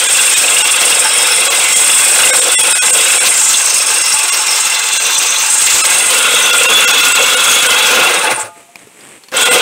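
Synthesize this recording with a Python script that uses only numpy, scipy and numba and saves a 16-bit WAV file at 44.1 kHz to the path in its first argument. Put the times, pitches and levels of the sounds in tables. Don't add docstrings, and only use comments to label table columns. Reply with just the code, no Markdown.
import sys
import numpy as np
from scipy import signal
from scipy.fft import rfft, irfft, next_fast_len
from scipy.io import wavfile
from numba import njit

SR = 44100
rng = np.random.default_rng(int(sys.argv[2]) if len(sys.argv) > 2 else 0)


def store_wav(level_fs):
    pcm = np.round(np.clip(np.atleast_2d(level_fs), -1, 1) * 32767)
    wavfile.write(sys.argv[1], SR, pcm.T.astype(np.int16))


N = 423801
TIME_S = np.arange(N) / SR
FREQ_HZ = np.maximum(np.fft.rfftfreq(next_fast_len(N + SR // 2, real=True), 1 / SR), 1)

# (frequency [Hz], gain [dB])
YARD_SPECTRUM = [(18, -52), (30, 0), (90, -3), (240, 2), (581, 1), (698, -21), (774, 2), (1480, -6),
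                 (2370, 1.5), (5170, -11), (8040, 0), (15000, -18)]
# (frequency [Hz], gain [dB])
RUSTLE_SPECTRUM = [(100, -4), (400, 0), (900, -9), (2400, -4.5), (4000, -17), (6500, -20), (8200, -3.5),
                   (11000, -21), (16000, -32)]
# (centre [s], length [s], level [dB])
SHUFFLE_SPANS = [(8.594, 0.081, -40.5), (8.803, 0.1, -41.5), (8.92, .14, -49), (9.08, 0.21, -36.5)]
# (time [s], level [dB], ring [Hz], t60 [s], crack re ring [dB])
CLICK_EVENTS = [(5.739, -30, 111, 0.14, -23), (8.175, -30, 185, 0.1, -20), (8.319, -10, 2110, 0.039, -10),
                (8.328, -27, 125, 0.12, -22), (8.43, -33, 105, .22, -26), (8.69, -46, 698, 0.47, -25),
                (8.757, -21.5, 2430, 0.015, -1), (8.792, -37, 6500, .02, -2), (8.845, -40, 115, 0.093, -15),
                (8.871, -35, 420, .05, -6), (9.008, -41, 4900, 0.035, 6), (9.237, -38, 4340, 0.052, 3),
                (9.285, -37, 4400, 0.047, 3), (9.317, -37, 3360, 0.082, 9.5), (9.345, -15, 522, 0.063, -15)]
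# (time [s], relative level [dB])
BLADE_STRIKES = [(1.05, -19), (1.69, -28), (4.14, -20.5), (4.39, -23), (4.49, -22), (8.24, -17),
                 (8.38, -20.5)]
# (frequency [Hz], gain [dB], t60 at rest [s])
BLADE_MODES = [(684, -13.5, 1.5), (864, 5.5, 0.47), (1220, -1.5, 0.62), (1430, -5, 0.46)]
# (time [s], speed [turns/s])
REEL_SPEED = [(0.0, 22.4), (0.4, 24.7), (0.95, 20.8), (1.25, 22.4), (1.6, 21.08), (2.0, 30.97),
              (2.4, 25.93), (3.4, 27.52), (3.6, 22.6), (4.0, 26.36), (4.2, 21.75), (4.9, 21.17),
              (5.15, 25.37), (6.3, 24.58), (6.55, 29.28), (7.45, 27.84), (8.2, 20.0), (8.52, 0), (9.315, 0),
              (9.365, 22), (9.61, 25)]
# (time [s], force re easy walk [dB])
PUSH_FORCE = [(0, -0.7), (.9, 0.7), (1.6, 0.6), (2.4, 0), (3.25, 0), (3.5, -3.5), (4.9, -3), (5.35, -3),
              (5.6, -4), (5.77, 1.4), (6.4, 0), (7.1, 1.75), (7.8, 1.5), (8.0, 4.9), (8.2, 2), (8.5, 1.5),
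              (9.35, 1), (9.61, 4)]
# (centre [s], length [s], added push [dB])
GROUND_BUMPS = [(.87, 0.14, 2), (2.26, 0.18, 2.1), (6.77, 0.24, 1), (8.29, 0.082, 2.5), (8.321, 0.018, 3),
                (9.53, 0.093, 2)]
# (time [s], place [0 first grip, 1 raised, 2 second grip])
MIC_PLACE = [(3.3, 0), (3.55, 1), (5.95, 1), (6.2, 2), (7.85, 2), (8.2, 1.1), (9.2, 1), (9.4, 1.8)]
# (frequency [Hz], nominal width [Hz], gain at places 0, 1, 2 [dB])
CATCHER_MODES = [(112, 50, -35, -44, -39), (215, 81, -24, -30, -22), (267.4, 20, -24, -25.5, -15.5),
                 (346, 34, -14, -11.5, -20), (458.3, 21, -10, -10, -5), (504.4, 56, -2.5, -5.5, 0.5),
                 (562.3, 54, -6.5, -7, -8.5), (733, 120, -4, -4, -5.5)]
# (frequency [Hz], nominal width [Hz], gain at places 0, 1, 2 [dB])
FRAME_MODES = [(878.3, 110, -17, -13.5, -17.5), (1047, 110, -17.5, -16, -12),
               (1131, 110, -20, -14.5, -17.5), (1242, 62, -29, -30, -15), (1294, 110, -15, -15, -15),
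               (1417, 59, -17.5, -17, -6.5), (1472, 60, -17, -23, -13.5), (1584, 260, -11, -10.5, -12.5),
               (2046, 76, -12.5, -13.5, -10.5), (2234, 95, -14.5, -16.5, -11.5),
               (2420, 130, -14.5, -14, -15.5), (2512, 85, -12, -15, -12.5), (2618, 76, -14, -14, -10.5),
               (2727, 60, -11.5, -8.5, -8), (3032, 120, -14, -17, -10), (3286, 100, -11.5, -21.5, -7.5),
               (3418, 64, -10.5, -14, -5.5), (3728, 110, -13.5, -18, -9.5), (3956, 480, -15, -12.5, -16)]
# (centre [s], length [s], cut amount [0 ordinary, + louder, - quieter])
CUT_SPANS = [(.3, 0.8, 0.25), (1.1, 0.61, -0.33), (2.1, 0.4, -0.045), (2.68, 0.31, -0.56),
             (3.52, 0.15, 0.72), (5.02, 1.17, 0.81), (5.72, 0.18, 0.65), (6.02, 0.15, -0.56),
             (7.0, 1.22, 0.75), (7.88, .28, -0.0061), (8.31, 0.49, -1.05)]
# (frequency [Hz], gain [dB])
SNAP_SPECTRUM = [(200, -35), (700, -19), (1200, 0), (1850, 0), (2600, 5.5), (4000, 3.5), (4650, 3),
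                 (6400, 4.5), (8000, -1), (10500, -9), (16000, -5)]
# (frequency [Hz], stage width [Hz], gain [dB])
RASP_BANDS = [(3534, 290, 5.5), (4040, 360, 2), (6260, 570, -3.5)]
# (centre [s], length [s], pitch [Hz], stage width [Hz], level [dB])
BRIGHT_SCRAPES = [(1.251, 0.41, 5380, 500, -19.5), (3.43, 0.18, 7250, 1900, -10.5),
                  (3.57, 0.35, 6050, 1400, -19), (3.92, 0.53, 5430, 1100, -19.5),
                  (3.95, 0.53, 6260, 500, -25), (4.473, 0.73, 5390, 500, -21), (5.22, 0.55, 6200, 800, -18),
                  (5.68, 0.36, 7100, 1600, -20), (6.4, 0.15, 6250, 600, -19.5), (6.58, .1, 8100, 1680, -13),
                  (6.85, 0.31, 6580, 650, -21), (7.153, 0.31, 8000, 300, -19),
                  (7.54, 0.23, 6560, 545, -16.5), (8.29, .14, 9200, 900, -23),
                  (8.37, 0.024, 8550, 1100, -18), (8.412, 0.051, 7650, 1510, -23),
                  (9.372, .014, 7850, 1300, -11), (9.425, .016, 7600, 2450, -7),
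                  (9.533, 0.061, 8200, 1500, -9)]
# (centre [s], length [s], pitch [Hz], nominal level [dB])
SQUEAL_SPANS = [(0.846, 1.5, 5540, -34), (1.3, 0.25, 2050, -28), (2.3, 0.17, 2050, -35),
                (2.65, 2.3, 5450, -30), (2.4, 1.6, 9480, -34), (3.3, .13, 2050, -18),
                (4.75, 0.56, 2085, -27), (6.75, 1.1, 1460, -32), (6.906, 0.88, 6960, -25.5),
                (6.597, .6, 5157, -39), (9.43, .07, 1460, -18), (9.45, .06, 3520, -13)]
# (centre [s], length [s], gain [dB])
GRAZE_SPANS = [(.13, 0.33, 8), (.56, .4, 13.5), (.9, 0.13, 15), (1.28, 0.24, 7), (1.92, 0.13, 12),
               (2.27, 0.064, 13), (2.68, 0.29, 7), (3.05, 0.49, 7.5), (3.85, 0.17, 6), (4.24, 0.18, 10.5),
               (5.58, 0.17, -18), (7.0, 2, 9), (7.87, 0.39, 7.5), (8.265, 0.032, 5), (8.39, .15, -24),
               (9.52, 0.22, -3)]
# (time [s], scrape gain [dB])
BLADE_PRESSURE = [(0, -14.5), (.13, -10), (1.6, -11.5), (2.05, -6), (2.9, -9.5), (3.45, -9.5),
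                  (4.25, -14.5), (4.9, -17.5), (5.4, -17), (5.5, -9.5), (5.95, -10.5), (6.35, -17.5),
                  (7.55, -16), (7.8, -19), (8.2, -20), (8.42, -19), (9.32, -43), (9.37, -17.5),
                  (9.61, -20.5)]
# (frequency [Hz], nominal width [Hz], gain at places 0, 1, 2 [dB])
KNIFE_MODES = [(5076, 270, -18, -17, -18.5), (5518, 67, -17.5, -20.5, -38), (6507, 350, -17.5, -10.5, -10),
               (7480, 290, -11.5, -15.5, -13.5), (8243, 100, -13, -7, -17), (8223, 590, -7.5, -6.5, -3.5),
               (8730, 380, -8.5, -8, -8), (9460, 100, -17.5, -22, -23), (9860, 900, -18, -19, -6)]
# (centre [s], length [s], dip [dB])
THIN_SPANS = [(0.08, 0.01, 19), (0.353, 0.015, 10), (0.634, 0.013, 19), (1.494, 0.012, 18),
              (1.747, 0.017, 12), (2.318, 0.018, 18), (2.407, 0.011, 15), (2.569, .026, 41),
              (2.624, 0.01, 19), (2.741, 0.014, 28), (2.803, 0.024, 36), (2.92, 0.016, 14),
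              (3.194, 0.013, 19), (4.031, 0.013, 11), (4.311, 0.014, 19), (4.989, 0.016, 18),
              (5.828, 0.016, 17), (6.254, 0.014, -2), (6.522, 0.012, 17), (6.676, 0.016, 18),
              (6.865, 0.017, 28), (6.924, 0.011, 13), (7.022, 0.015, 10), (7.138, 0.016, 13),
              (7.36, 0.013, 13), (7.616, 0.0093, 8), (7.68, 0.014, 9), (9.448, 0.011, 13),
              (9.501, .016, 16)]


def undb(db):
    return 10 ** (np.asarray(db) / 20)


def unit(x):
    return x / np.sqrt(np.mean(x ** 2))


def curve(table):
    return np.interp(TIME_S, *np.transpose(table))


def swell(centre_s, length_s):
    return np.exp(-np.square(np.square(2 * (TIME_S - centre_s) / length_s)))


def swells(table):
    return sum(height * swell(centre_s, length_s) for centre_s, length_s, height in table)


def filtered(x, response):
    return irfft(rfft(x, 2 * (len(FREQ_HZ) - 1)) * response)[:N]


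def colour(x, spectrum):
    hz, db = np.transpose(spectrum)
    return filtered(x, undb(np.interp(np.log(FREQ_HZ), np.log(hz), db)))


def wander(rate_hz):
    return unit(np.interp(TIME_S * rate_hz, np.arange(8192), rng.standard_normal(8192)))


def grains(rate_hz, spread_db):
    struck = rng.random(N) < rate_hz / SR
    polarity = np.sign(rng.standard_normal(N))
    return unit(struck * polarity * undb(spread_db * np.minimum(rng.exponential(size=N), 4)))


@njit
def bandpass(x, hz, width_hz):
    y, band, low = np.empty(len(x)), 0., 0.
    for i in range(len(x)):
        g, damping = np.tan(np.pi * hz[i] / SR), width_hz / hz[i]
        v = (band + g * (x[i] - low)) / (1 + g * (g + damping))
        band, low = 2 * v - band, low + 2 * g * v
        y[i] = damping * v
    return y


def throb(turns, moving, at_turn, sharpness, depth_db, scatter_db):
    contact = np.exp(sharpness * (np.cos(2 * np.pi * (turns - at_turn)) - 1))
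    return unit(undb(moving * (depth_db * (contact - contact.mean()) + scatter_db * wander(55))))


def knocked(modes, force, reel_hz, rate_hz, width_scale, drift, flicker_db):
    place_s, place = np.transpose(MIC_PLACE)
    slack = np.clip(1 - reel_hz / 20, 0, 1)
    out = 0
    for hz, width_hz, *place_db in modes:
        knocks = np.zeros(N)
        hits = rng.integers(0, N, int(rate_hz * N / SR))
        knocks[hits] = rng.standard_normal(len(hits))
        ring = unit(bandpass(knocks * force, hz * (1 + drift * wander(9)), width_scale * width_hz))
        heard_db = np.interp(TIME_S, place_s, np.interp(place, np.arange(len(place_db)), place_db))
        dull_db = 18 * slack * np.clip(np.log2(hz / 1800), 0, 1)
        out = out + ring * undb(heard_db - dull_db + flicker_db * wander(12))
    return out


def yard(level_db=-45):
    return unit(colour(rng.standard_normal(N), YARD_SPECTRUM)) * undb(level_db + wander(3.2))


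def rustle():
    weight = swells([(centre_s, length_s, undb(db)) for centre_s, length_s, db in SHUFFLE_SPANS])
    return unit(colour(grains(rate_hz=2100, spread_db=3.5), RUSTLE_SPECTRUM)) * weight


def clicks():
    out = np.zeros(N)
    age_s = TIME_S[:SR // 5]
    contact_lowpass = signal.butter(1, 5000, fs=SR)
    for time_s, db, hz, t60_s, crack_db in CLICK_EVENTS:
        start = int(time_s * SR)
        crack = unit(signal.lfilter(*contact_lowpass, rng.standard_normal(len(age_s))))
        ring = unit(np.sin(2 * np.pi * hz * age_s))
        out[start:start + len(age_s)] += (ring + undb(crack_db) * crack) * undb(db - 60 * age_s / t60_s)
    return out


def reel_ring(moving, level_db=-4):
    out = np.zeros(N)
    age_s = TIME_S[:SR]
    for time_s, strike_db in BLADE_STRIKES:
        start = int(time_s * SR)
        damped_age_s = np.cumsum(1 + 0.3 * moving[start:start + SR]) / SR
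        for hz, mode_db, t60_s in BLADE_MODES:
            beat_hz = rng.uniform(2, 21)
            pair = np.sin(2 * np.pi * hz * age_s) + 0.35 * np.sin(2 * np.pi * (hz + beat_hz) * age_s)
            ring_db = level_db + strike_db + mode_db - 60 * damped_age_s / t60_s
            out[start:start + SR] += undb(ring_db) * pair
    return out


def jolts(reel_hz):
    turf = unit(undb(1.8 * wander(6.1) + 2 * wander(36)))
    return knocked(CATCHER_MODES, turf, reel_hz,
                   rate_hz=600, width_scale=0.75, drift=0.0123, flicker_db=0.5)


def chatter(turns, reel_hz, moving):
    force = throb(turns, moving, at_turn=0.32, sharpness=0.68, depth_db=2, scatter_db=1.15)
    return knocked(FRAME_MODES, force, reel_hz, rate_hz=700, width_scale=0.48, drift=0.007, flicker_db=2)


def cutting(turns, moving):
    snaps = grains(rate_hz=11000, spread_db=0.5)
    bunches = throb(turns, moving, at_turn=-0.019, sharpness=2.8, depth_db=4, scatter_db=3)
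    return unit(colour(snaps * bunches, SNAP_SPECTRUM))


def rasp(moving, cut_amount, lush_db=-13.5):
    drag = grains(rate_hz=2500, spread_db=0.5) * undb(5 * moving * wander(55))
    response = sum(undb(db) / (1 + 2j * (FREQ_HZ - hz) / width_hz) ** 2
                   for hz, width_hz, db in RASP_BANDS)
    return unit(filtered(drag, response)) * np.maximum(cut_amount, 0) ** 3.5 * undb(lush_db)


def bright_scrapes(moving):
    drag = grains(rate_hz=5000, spread_db=2) * undb(4 * moving * wander(55))
    waver = 1 + 0.018 * wander(30)
    out = np.zeros(N)
    for centre_s, length_s, hz, width_hz, db in BRIGHT_SCRAPES:
        near = np.abs(TIME_S - centre_s) < length_s
        pitch_hz = hz * waver[near]
        ring = bandpass(bandpass(drag[near], pitch_hz, width_hz), pitch_hz, width_hz)
        out[near] += unit(ring) * undb(db) * swell(centre_s, length_s)[near]
    return out


def squeals(turns, moving):
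    rub = throb(turns, moving, at_turn=0.4, sharpness=1, depth_db=11, scatter_db=5.5)
    roughness = undb(3.9 * wander(260))
    wavering_s = np.cumsum(1 + 0.0046 * wander(30) + 0.006 * wander(400)) / SR
    notes = sum(undb(db) * swell(centre_s, length_s) * np.sin(2 * np.pi * hz * wavering_s)
                for centre_s, length_s, hz, db in SQUEAL_SPANS)
    return rub * roughness * notes


def ping(turns):
    offset_turns = (turns - 0.49 + 0.5) % 1 - 0.5
    pitch_hz = 2660 + 400 * offset_turns + 70 * wander(25) + 70 * wander(500)
    touch = np.exp(-(offset_turns / 0.14) ** 2) * undb(4 * wander(25) + 2 * wander(350))
    phase = 2 * np.pi * np.cumsum(pitch_hz) / SR
    overtone = undb(-6.5 + 1.6 * wander(40)) * np.sin(1.29 * phase)
    return unit(touch * (np.sin(phase) + overtone)) * undb(swells(GRAZE_SPANS))


def scrape(turns, reel_hz, moving, cut_amount):
    centre_hz, width_hz, sag_hz = 8220, 1940.0, 779.4
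    pitch_hz = np.clip(centre_hz - sag_hz * cut_amount + 330 * wander(160), 5000, 11000)
    contact = throb(turns, moving, at_turn=-0.057, sharpness=6, depth_db=7.5, scatter_db=2)
    friction = bandpass(rng.standard_normal(N), pitch_hz, width_hz)
    shriek = unit(bandpass(friction, pitch_hz, width_hz)) * contact
    knife = knocked(KNIFE_MODES, contact, reel_hz,
                    rate_hz=4000, width_scale=0.6, drift=0.0053, flicker_db=1.36)
    return undb(-4) * shriek + undb(-2) * knife


def thin_out(x, size=4096, tone_count=8, tones_db=-1, spacing_hz=560, window_s=0.018):
    out = x.copy()
    offset_s = (np.arange(size) - size // 2) / SR
    for centre_s, length_s, dip_db in THIN_SPANS:
        span = int(centre_s * SR) - size // 2 + np.arange(size)
        spectrum = rfft(x[span] * np.exp(-np.square(offset_s / window_s)))
        peaks = signal.find_peaks(np.abs(spectrum), distance=spacing_hz * size / SR)[0]
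        strongest = peaks[np.argsort(-np.abs(spectrum[peaks]))[:tone_count]]
        kept = np.isin(np.arange(len(spectrum)), strongest)
        tones = unit(irfft(spectrum * kept)) * np.std(x[span]) * undb(tones_db)
        rush_gain = undb(-dip_db * np.exp(-np.abs(offset_s / (0.55 * length_s)) ** 2.9))
        out[span] = rush_gain * out[span] + (1 - rush_gain) * tones
    return out


def scene():
    scrape_db, ping_db, chatter_db, jolt_db, cut_db, cut_swing_db = 2, -28, -14, -27.5, -17, 3
    walking_reel_hz = 22.4
    reel_hz = curve(REEL_SPEED)
    turns = np.cumsum(reel_hz) / SR
    moving = np.clip(reel_hz / 4, 0, 1)
    pace = np.clip(reel_hz / walking_reel_hz, 0, 1)
    push = undb(curve(PUSH_FORCE) + swells(GROUND_BUMPS))
    cut_amount = swells(CUT_SPANS)
    drive = push * pace ** 0.81
    pressure = undb(scrape_db + curve(BLADE_PRESSURE)) * pace ** 0.49
    feed = undb(cut_db + cut_swing_db * cut_amount) * push ** 0.59 * pace
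    blades = scrape(turns, reel_hz, moving, cut_amount) * pressure
    blades += ping(turns) * drive * pace * undb(ping_db)
    blades += squeals(turns, moving)
    body = chatter(turns, reel_hz, moving) * drive * undb(chatter_db)
    body += jolts(reel_hz) * push ** 1.98 * pace ** 0.25 * undb(jolt_db)
    grass = cutting(turns, moving) * feed + rasp(moving, cut_amount)
    mower = moving * (blades + body + grass + bright_scrapes(moving)) + reel_ring(moving) + clicks()
    return np.tile(mower + rustle() + yard(), (2, 1))


def record(dry):
    ceiling, knee, low_cut_hz, high_cut_hz = 0.58, 12, 135, 15750
    oversampled = signal.resample_poly(dry[0], up=2, down=1)
    clipped = oversampled / (1 + np.abs(oversampled / ceiling) ** knee) ** (1 / knee)
    low_cut = signal.butter(2, low_cut_hz, "high", fs=SR, output="sos")
    mono = signal.sosfilt(low_cut, signal.resample_poly(clipped, up=1, down=2))
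    high_cut = 1 / (1 + (FREQ_HZ / high_cut_hz) ** 300)
    return np.tile(filtered(thin_out(mono), high_cut), (2, 1))


dry = scene()
out = record(dry)
store_wav(out)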